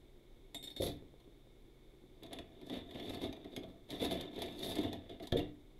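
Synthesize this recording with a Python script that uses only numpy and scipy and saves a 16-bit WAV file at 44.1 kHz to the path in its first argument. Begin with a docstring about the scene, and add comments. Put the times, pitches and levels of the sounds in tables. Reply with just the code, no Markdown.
"""In a kitchen, gloved hands wash cutlery in a steel sink full of suds, close to a small microphone.
A spoon and a fork clink, and cutlery drops on the basin floor with a thump that the water softens.
A sponge scrubs it under water in uneven strokes: it rasps, taps and squeezes out fizzing suds,
and wet rubber squeaks on the steel. The cutlery knocks the basin once more as it is lifted out.
Foam pops faintly over the hum of an appliance."""
import sys
import numpy as np
from scipy import signal
from scipy.fft import rfft, irfft
from scipy.io import wavfile
from scipy.ndimage import uniform_filter1d, map_coordinates

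SR = 44100
rng = np.random.default_rng(int(sys.argv[2]) if len(sys.argv) > 2 else 0)


def materialize(psi):
    """Save the field psi as 16-bit PCM at rate SR to the path in sys.argv[1].

    A 1-D psi becomes a single channel; in a 2-D psi each row is a channel.
    """
    bounded = np.clip(np.atleast_2d(psi).T, -1, 1)
    quanta = np.round(bounded * 32767).astype(np.int16)
    wavfile.write(sys.argv[1], SR, quanta)


N = 255339
TIME = np.arange(N) / SR


def amp(db):
    """Turns decibels into a gain."""
    return 10 ** (np.asarray(db) / 20)


def evened(x):
    """Scales a sound to an average (rms) level of 1."""
    return x / np.sqrt(np.mean(x ** 2) + 1e-20)


def unit(response):
    """Scales a response to energy 1."""
    return response / np.linalg.norm(response)


def read(points, hz):
    """Looks up a value between a table's rows, on a pitch (log) scale."""
    f, value = np.transpose(points)
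    return np.interp(np.log(hz + 1), np.log(f + 1), value)


def add(mix, s, sound):
    """Adds a sound into the mix at s seconds."""
    part = mix[round(s * SR):][:len(sound)]
    part += sound[:len(part)]


def through(x, response):
    """Lets every sample of x set off the response (convolution)."""
    return signal.oaconvolve(x, response)[:len(x)]


def colour(x, spectrum, size=4096):
    """Gives x the tone of a spectrum table; white noise keeps its level."""
    log_gain = np.log(amp(read(spectrum, abs(np.fft.fftfreq(size, 1 / SR)))))
    response = np.fft.ifft(np.exp(np.conj(signal.hilbert(log_gain)))).real
    return through(x, unit(response))


def wander(rate_hz):
    """A smooth random drift of rms 1."""
    hz = np.fft.rfftfreq(N, 1 / SR)
    return evened(irfft(rfft(rng.standard_normal(N)) * np.exp(-(hz / rate_hz) ** 2), N))


def dying(t, t60):
    """A fade that falls 60 dB in t60 seconds, the 'fade time'."""
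    return np.exp(-np.log(1000) * t / t60)


def crackling(per_s, spread_db, smooth):
    """Tiny random clicks of uneven size over a smooth hiss."""
    size = amp(spread_db * np.minimum(rng.exponential(1, N), 4))
    clicks = size * rng.choice([-1, 1], N) * (rng.random(N) < per_s / SR)
    return evened(evened(clicks) + smooth * rng.standard_normal(N))


def rattle(rise_s, fall_s):
    """A contact that chatters for a moment and dies away."""
    t = TIME[:SR // 8]
    shape = (1 - np.exp(-t / rise_s)) * np.exp(-t / fall_s)
    return shape / shape.max() * rng.choice([-1, 1], len(t))


# tone of the room's background noise: f/Hz, level/dB
AIR = [(10, -5), (30, 2), (70, -11.5), (180, -18), (350, -9.5), (550, -21), (900, -30), (1500, -37.5),
       (2200, -36), (2700, -42.5), (3600, -42), (5000, -46), (8000, -50), (16000, -59.5)]
def room_tone(air_db=-61, hum_db=-73, drone_db=-73):
    """The room rumbles and hisses, and an appliance hums on two wavering notes."""
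    air = colour(rng.standard_normal(N), AIR)
    hum = np.sin(2 * np.pi * 130 * TIME + 0.63 * wander(rate_hz=5))
    drone = np.sin(2 * np.pi * 361 * TIME + 2.84 * wander(rate_hz=9.9))
    return amp(air_db) * air + amp(hum_db) * evened(hum) + amp(drone_db) * evened(drone)


# small plops of water: t/s, level/dB, f/Hz
PLOPS = [(1.024, -42, 382), (1.14, -46, 455), (1.277, -45, 340), (1.472, -51, 380), (1.937, -50, 322),
         (2.039, -47.5, 306)]
def foam(pops_db=-88, plop_db=-1, cycles=1.13, rise=0.025):
    """Bubbles burst faintly in the foam, and the water plops round the gloves."""
    pops = crackling(per_s=400, spread_db=3.5, smooth=0.4)
    t, out = TIME[:SR // 8], amp(pops_db) * rasp_tone(pops)
    for s, db, hz in PLOPS:
        age = t * hz / cycles
        add(out, s, amp(db + plop_db) * np.exp(-age) * np.sin(2 * np.pi * hz * t * (1 + rise * age)))
    return out


# tone of rubbing and clicking: f/Hz, level/dB
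RASP = [(200, -32.5), (700, 17.5), (950, 9.5), (1520, -4.5), (1720, 7), (2600, 3.5), (3300, 7),
        (4300, -1.5), (6000, -9.5), (12000, -27.5), (16000, -44)]
def rasp_tone(x):
    """Small contacts sound mostly in the middle range."""
    return colour(x, RASP)


# cutlery ringing freely: t/s, spoon level/dB, fork level/dB, brightness/(dB per octave), free time/s
CLINKS = [(0.545, -41, -75, 4.5, 0.18), (0.627, -49, -45.5, 1, 0.023), (0.639, -46, -52, 5, 0.029),
          (0.672, -44.5, -52, -5.5, 0.12), (0.702, -83, -48.5, -2, 0.073), (0.763, -41, -42.5, -7, 0.079),
          (5.369, -37, -68, -14, 0.0059)]
def clinking(level_db=-15, scrape_db=-18):
    """A spoon and a fork slide over each other, scraping and ringing until they are gripped."""
    starts, spoon_db, fork_db = np.transpose(CLINKS)[:3]
    scrape = np.zeros(N)
    for s, db in zip(starts, np.maximum(spoon_db, fork_db)):
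        add(scrape, s, amp(db) * rattle(rise_s=0.00016, fall_s=0.017))
    contact = rasp_tone(scrape) + 0.95 * fizz_tone(scrape) + 2.34 * push_tone(scrape)
    rings = ringing(SPOON_NOTES, spoon_db) + ringing(FORK_NOTES, fork_db)
    return amp(level_db) * rings + amp(scrape_db) * contact


# the notes a spoon and a fork ring with: f/Hz, level/dB, fade time/s
SPOON_NOTES = [(1911, -19, .26), (2196, -17, .13), (3483, -13, .15), (3671, 0, .24), (7171, -2, .16),
               (7472, -3, .1), (8204, -6, .22), (11100, -20, .19), (11680, -12, .07)]
FORK_NOTES = [(2148, -14, .07), (3540, -12, .08), (4339, -1, .13), (5356, -7, .2), (8260, -8, .11),
              (8726, -7, .14), (10370, -12, .11), (11880, -10, .2), (13610, -15, .25), (14350, -9, .1)]
def ringing(notes, strikes_db, gripped_t60=0.084, pivot_hz=3700, rise_s=0.00021, waver_db=3):
    """Every strike feeds each note of the metal; after the free time, the glove damps it."""
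    t, out = TIME[:SR // 2], np.zeros(N)
    for hz, db, t60 in notes:
        energy = np.zeros(N)
        for (s, _, _, bright_db, free_s), strike_db in zip(CLINKS, strikes_db):
            grip = dying(np.maximum(t - free_s, 0), gripped_t60)
            shape = (1 - np.exp(-t / rise_s)) * dying(t, t60) * grip
            gain = amp(strike_db + db + bright_db * np.log2(hz / pivot_hz))
            add(energy, s, (gain * shape) ** 2)
        # sliding makes each note flutter in level and pitch
        flutter = np.interp(np.arange(N) / 250, np.arange(N // 250), rng.standard_normal(N // 250))
        out += np.sqrt(energy) * amp(waver_db * flutter) * np.sin(2 * np.pi * hz * TIME + flutter / 2)
    return out


# tone of the suds: f/Hz, level/dB
FIZZ = [(1500, -39), (4000, 12.5), (5500, 4.5), (7500, 2.5), (9500, -0.5), (11500, 1.5), (13000, -1),
        (14700, -12), (15700, -2.5)]
def fizz_tone(x):
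    """Suds sound high and hissy."""
    return colour(x, FIZZ)


# tone of a push on the basin: f/Hz, level/dB
PUSH = [(30, -21), (80, -4.5), (160, -6.5), (290, 8.5), (480, -2), (700, -6.5), (900, -20), (1300, -19.5),
        (2500, -59.5), (6000, -89)]
def push_tone(x):
    """A push on the full basin sounds low and dull."""
    return colour(x, PUSH)


# cutlery tapping on cutlery and basin: t/s, level/dB, brightness/dB (low under water, high above)
TAPS = [(0.5451, -45, 3), (0.8201, -39.5, 7.5), (0.871, -41.5, 3), (1.2014, -62, 2), (2.2321, -53.5, 9),
        (2.2626, -55.5, 2.5), (2.3291, -42, 3), (2.3864, -43, -2), (2.613, -55, -1.5),
        (2.6969, -43.5, -2.5), (2.9088, -50.5, 0), (2.945, -48.5, -4.5), (2.9977, -48, 0),
        (3.094, -56.5, 14), (3.1458, -50.5, 6), (3.217, -45, 1), (3.239, -39.5, -5.5),
        (3.3263, -46.5, -0.5), (3.3647, -55.5, -3), (3.4446, -51, -5.5), (3.5631, -39, 1.5),
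        (3.633, -51, -8), (3.9038, -48, 11), (4.047, -36, 3.5), (4.1097, -36, -1.5), (4.2093, -45.5, 9),
        (4.359, -50.5, -2), (4.4187, -37, 4), (4.46, -55, 9), (4.7541, -40.5, 6.5), (4.7847, -41.5, 3),
        (4.8427, -44, -11.5), (4.9286, -41.5, 1), (5.0949, -51, -3.5), (5.1981, -49.5, -7),
        (5.271, -49, 9.5), (5.321, -33, -4.5), (5.3715, -41.5, -6.5), (5.3906, -39, -4)]
def tapping(click_db=-7, thud_db=-7.5, spit_db=-14, light_db=-10, light_per_s=23, spread_db=-4):
    """Each tap clicks and spits at once; the basin's thud swells just after it."""
    click, thud, spit = np.zeros((3, N))
    for s, db, bright_db in TAPS:
        add(click, s, amp(db + click_db) * rattle(rise_s=0.0008, fall_s=0.004))
        add(thud, s, amp(db - bright_db + thud_db) * rattle(rise_s=0.02, fall_s=0.011))
        add(spit, s, amp(db + bright_db + spit_db) * rattle(rise_s=0.001, fall_s=0.0026))
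    # lighter taps fall at random as the sponge works
    rasp, _, _ = stroke_levels()
    size = amp(light_db + spread_db * np.minimum(rng.exponential(1, N), 3))
    light = size * rasp * (rng.random(N) < light_per_s / SR)
    click += through(light, rattle(rise_s=0.0011, fall_s=0.009))
    return sink_walls(rasp_tone(click) + fizz_tone(spit)) + basin(push_tone(thud), ring_db=-11)


def sink_walls(x, hand_echo=0.25, hand_s=0.00113, walls_db=-5):
    """Sound bounces off the moving glove and the steel walls, so its tone is uneven and shifts."""
    delay = hand_s * np.exp(0.277 * wander(rate_hz=9.6)) * SR
    off_glove = map_coordinates(x, [np.arange(N) - delay], order=3)
    x = (x + hand_echo * off_glove) / np.hypot(1, hand_echo)
    echoes = np.zeros(SR // 100)
    echoes[rng.integers(SR // 1000, SR // 160, size=6)] = rng.choice([-1, 1], size=6)
    return (x + amp(walls_db) * through(x, unit(echoes))) / np.hypot(1, amp(walls_db))


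# the notes of the water-filled basin: f/Hz, level/dB, fade time/s
BASIN_NOTES = [(103, 12.5, 0.065), (179, -8, 0.35), (225, -25, 1), (253.8, -7, 0.6), (297.7, -17, 0.59),
               (337.7, -11.5, 0.42), (371.2, -3.5, 0.32), (434, -18, 0.047), (466, -4, 0.25),
               (658.4, 6.5, 0.12), (679, 7.5, 0.14)]
def basin(x, ring_db):
    """The steel bowl passes a push on at once and rings with it."""
    t = TIME[:SR // 2]
    ring = sum(amp(db) * dying(t, t60) * np.cos(2 * np.pi * hz * t) for hz, db, t60 in BASIN_NOTES)
    return x + amp(ring_db) * through(x, unit(ring))


# deep notes of the flexing basin floor: f/Hz, level/dB, fade time/s
FLOOR_NOTES = [(88, -4, .17), (106, 0, .2), (138, -2, .2)]
# heavy thumps on the basin floor, each made of one or more low, pitched wobbles
# one wobble a row: t/s, level/dB, f/Hz, swell/cycles, flex level/dB
THUMPS = [(0.8006, -26.5, 373, 0.66, -41.5), (0.805, -34.5, 550, 1.6, -65), (0.821, -24, 532, 1.7, -44),
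          (0.831, -32.5, 367, 2.5, -47), (0.863, -36, 472, 2.8, -41.5), (3.236, -32.5, 303, 0.73, -54.5),
          (3.574, -42.5, 334, 2.2, -65), (4.019, -28.5, 466, 2, -62), (4.786, -29, 295, 1.95, -76),
          (5.325, -26, 240, 0.59, -33.5), (5.339, -30, 470.4, 7.5, -76)]
def thumping(rough=0.73, cushion_hz=680):
    """Water cushions each thump into short, uneven wobbles, while the basin floor flexes slowly."""
    t, force = TIME[:SR // 2], np.zeros(N)
    flexing = sum(amp(db) * dying(t, t60) * np.sin(2 * np.pi * hz * t) for hz, db, t60 in FLOOR_NOTES)
    for s, db, hz, cycles, flex_db in THUMPS:
        age = t * hz / cycles
        wobble = age * np.exp(1 - age) * np.sin(2 * np.pi * hz * t)
        add(force, s, amp(db) * wobble + amp(flex_db) * flexing)
    churn = evened(1 + rough * wander(rate_hz=150))
    cushion = signal.butter(4, cushion_hz, fs=SR, output="sos")
    return basin(signal.sosfilt(cushion, force * churn), ring_db=-34)


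# sponge and glove strokes: t/s at full force, hold/s, build-up/s, force/dB, suds/dB relative to force
STROKES = [(0.818, 0.051, 0.032, -53.5, 6), (2.228, 0.0069, 0.011, -62.5, -19),
           (2.312, 0.038, .012, -58, -19), (2.671, .015, 0.024, -61, -1), (2.735, 0.023, 0.065, -51, -8.5),
           (2.958, 0.06, .03, -55, -12), (3.072, 0.081, 0.21, -54, -6), (3.216, 0.023, 0.022, -50.5, -6),
           (3.522, 0.038, 0.03, -66, -4.5), (3.574, 0.13, .02, -71.5, -4.5),
           (3.902, 0.057, 0.024, -55, -4.5), (4.018, 0.036, .05, -45, -4.5),
           (4.115, 0.016, 0.023, -46.5, -4), (4.166, 0.066, .04, -53.5, -14),
           (4.392, 0.072, 0.088, -51, -8.5), (4.477, 0.067, 0.037, -58, -7), (4.645, 0.071, 0.11, -50, 0.5),
           (4.763, 0.072, .03, -48.5, -8.5), (4.915, 0.012, 0.0089, -55.5, -22),
           (5.095, 0.011, 0.011, -59.5, -15), (5.227, 0.0062, 0.0098, -60, -2),
           (5.366, 0.042, 0.016, -56.5, -22)]
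# hands moving under water between strokes: t/s, force/dB
STIRRING = [(2.0, -100), (2.25, -76), (3.0, -66), (3.45, -69), (3.82, -82), (4.1, -70.5), (4.8, -58),
            (5.3, -84), (5.6, -100)]
# the push on the basin grows more slowly than the force: force/dB, push/dB
PUSH_BY_FORCE = [(-64, -51.5), (-45.5, -37)]
def stroke_levels(build_db=20, stir_push_db=13.5):
    """Each stroke builds, holds and lets go; its force sets the levels of rasp, push and fizz."""
    fizz_db_per_s, rasp_db_per_s, push_db_per_s = 288, 180, 145  # suds settle first, water last
    rasp = amp(np.interp(TIME, *np.transpose(STIRRING)))
    push, fizz = rasp * amp(stir_push_db), np.zeros(N)
    for s, hold_s, build_s, force_db, suds_db in STROKES:
        onset_db = -build_db * np.maximum(s - TIME, 0) / build_s
        after = np.maximum(TIME - s - hold_s, 0)
        push_db = np.interp(force_db, *np.transpose(PUSH_BY_FORCE))
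        rasp = np.maximum(rasp, amp(force_db + onset_db - rasp_db_per_s * after))
        fizz = np.maximum(fizz, amp(force_db + suds_db + onset_db - fizz_db_per_s * after))
        push = np.maximum(push, amp(push_db + onset_db - push_db_per_s * after))
    return np.array([rasp, push, fizz])


def scrubbing(rasp_db=-9, push_db=-6, fizz_db=-7, pops_db=-5, slosh_db=-12, spoon_db=-24):
    """A sponge sticks and slips: it rasps, shakes the basin, churns water and squeezes out suds."""
    rasp, push, fizz = stroke_levels() * amp(1.7 * wander(rate_hz=90))
    friction = crackling(per_s=1800, spread_db=3, smooth=0.6)
    pops = amp(pops_db) * bubbles(1120, 11740, cycles=1.36, per_s=1500, spread_db=4, rise=0.044)
    suds = evened(crackling(per_s=3300, spread_db=5, smooth=0.14) + pops)
    slosh = bubbles(246, 623, cycles=1.35, per_s=500, spread_db=4.5, rise=0.029)
    body = basin(amp(push_db) * push_tone(friction * push), ring_db=-17) + amp(slosh_db) * slosh * push
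    rub = rasp_tone(evened(friction + pops) * rasp)
    surface = amp(rasp_db) * rub + amp(spoon_db) * wet_spoon(rub) + amp(fizz_db) * fizz_tone(suds * fizz)
    return body + sink_walls(surface)


def bubbles(low_hz, high_hz, cycles, per_s, spread_db, rise, count=14):
    """Bubbles of many sizes, each a short ring that rises in pitch."""
    out = np.zeros(N)
    for hz in np.geomspace(low_hz, high_hz, count):
        age = np.arange(0, 5, hz / cycles / SR)
        ring = np.exp(-age) * np.sin(2 * np.pi * cycles * age * (1 + rise * age / 2))
        size = amp(spread_db * np.minimum(rng.exponential(1, N), 4))
        out += through(size * (rng.random(N) < per_s / count / SR), unit(ring))
    return evened(out)


def wet_spoon(x, t60=0.0035):
    """Under water and in the glove, the rubbed spoon rings only briefly."""
    t = TIME[:SR // 10]
    notes = sum(amp(db) * np.cos(2 * np.pi * hz * t) for hz, db, _ in SPOON_NOTES)
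    return through(x, unit(dying(t, t60) * notes))


# tone of the finest bubbles: f/Hz, level/dB
SIZZLE = [(5000, -52), (9500, 1), (11500, 4), (13000, -8), (15500, -13)]
def sizzling(level_db=-9, full_db=-46, growth=3.14):
    """The finest bubbles burst only when the suds are squeezed hard."""
    _, _, fizz = stroke_levels()
    squeeze = (fizz / amp(full_db)) ** growth
    bursts = squeeze * crackling(per_s=3900, spread_db=8.5, smooth=0.79)
    return sink_walls(amp(full_db + level_db) * colour(bursts, SIZZLE))


# wet rubber squeaking on steel: t/s, level/dB, f/Hz
SQUEAKS = [(2.329, -56.5, 10850), (3.149, -54, 4410), (3.562, -51, 6500), (5.321, -39, 1726),
           (5.403, -45, 2790)]
def squeaking(level_db=-4, unsteady=0.0062, peak_s=0.00275):
    """The glove slips on steel in short chirps of unsteady pitch."""
    t, out = TIME[:SR // 8], np.zeros(N)
    for s, db, hz in SQUEAKS:
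        jitter = evened(uniform_filter1d(rng.standard_normal(len(t)), size=40))
        turns = np.cumsum(hz * (1 + unsteady * jitter)) / SR
        age = t / peak_s
        add(out, s, amp(db + level_db) * age * np.exp(1 - age) * np.sin(2 * np.pi * turns))
    return out


# how long the kitchen echoes: f/Hz, fade time/s
ECHO_TIMES = [(100, 0.7), (400, 0.17), (2000, 0.35), (4000, 0.19), (8000, 0.14), (15000, 0.18)]
def kitchen(x, wet_db=-9.5, gap_s=0.006):
    """Hard walls send back a short blur of echoes, duller as it dies."""
    hz, t, noise = signal.stft(rng.standard_normal(SR), SR, nperseg=256)
    fading = noise * dying(t, read(ECHO_TIMES, hz)[:, None])
    tail = signal.istft(fading, SR, nperseg=256)[1][:SR]
    return x + amp(wet_db) * through(x, unit(tail * (TIME[:SR] > gap_s)))


def scene():
    """Everything in the sink, heard in the kitchen."""
    sink = scrubbing() + sizzling() + tapping() + thumping() + clinking() + squeaking() + foam()
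    return (kitchen(sink) + room_tone())[None]


# ringing of the microphone's opening: f/Hz, width/Hz, level/dB
MIC_PEAKS = [(2195, 110, 4), (3590, 290, 14), (11400, 1000, 7)]
def record(dry, hiss_db=-82.5, top_hz=15730):
    """The microphone rings at a few pitches, its amplifier hisses, and the highest treble is cut."""
    sound = dry[0]
    for hz, width, db in MIC_PEAKS:
        sound = sound + amp(db) * signal.lfilter(*signal.iirpeak(hz, hz / width, fs=SR), sound)
    sound = sound + amp(hiss_db) * rng.standard_normal(N)
    treble_cut = signal.firwin(511, top_hz, window=("kaiser", 9), fs=SR)
    return signal.oaconvolve(sound, treble_cut, "same")[None]


dry = scene()
out = record(dry)
materialize(out)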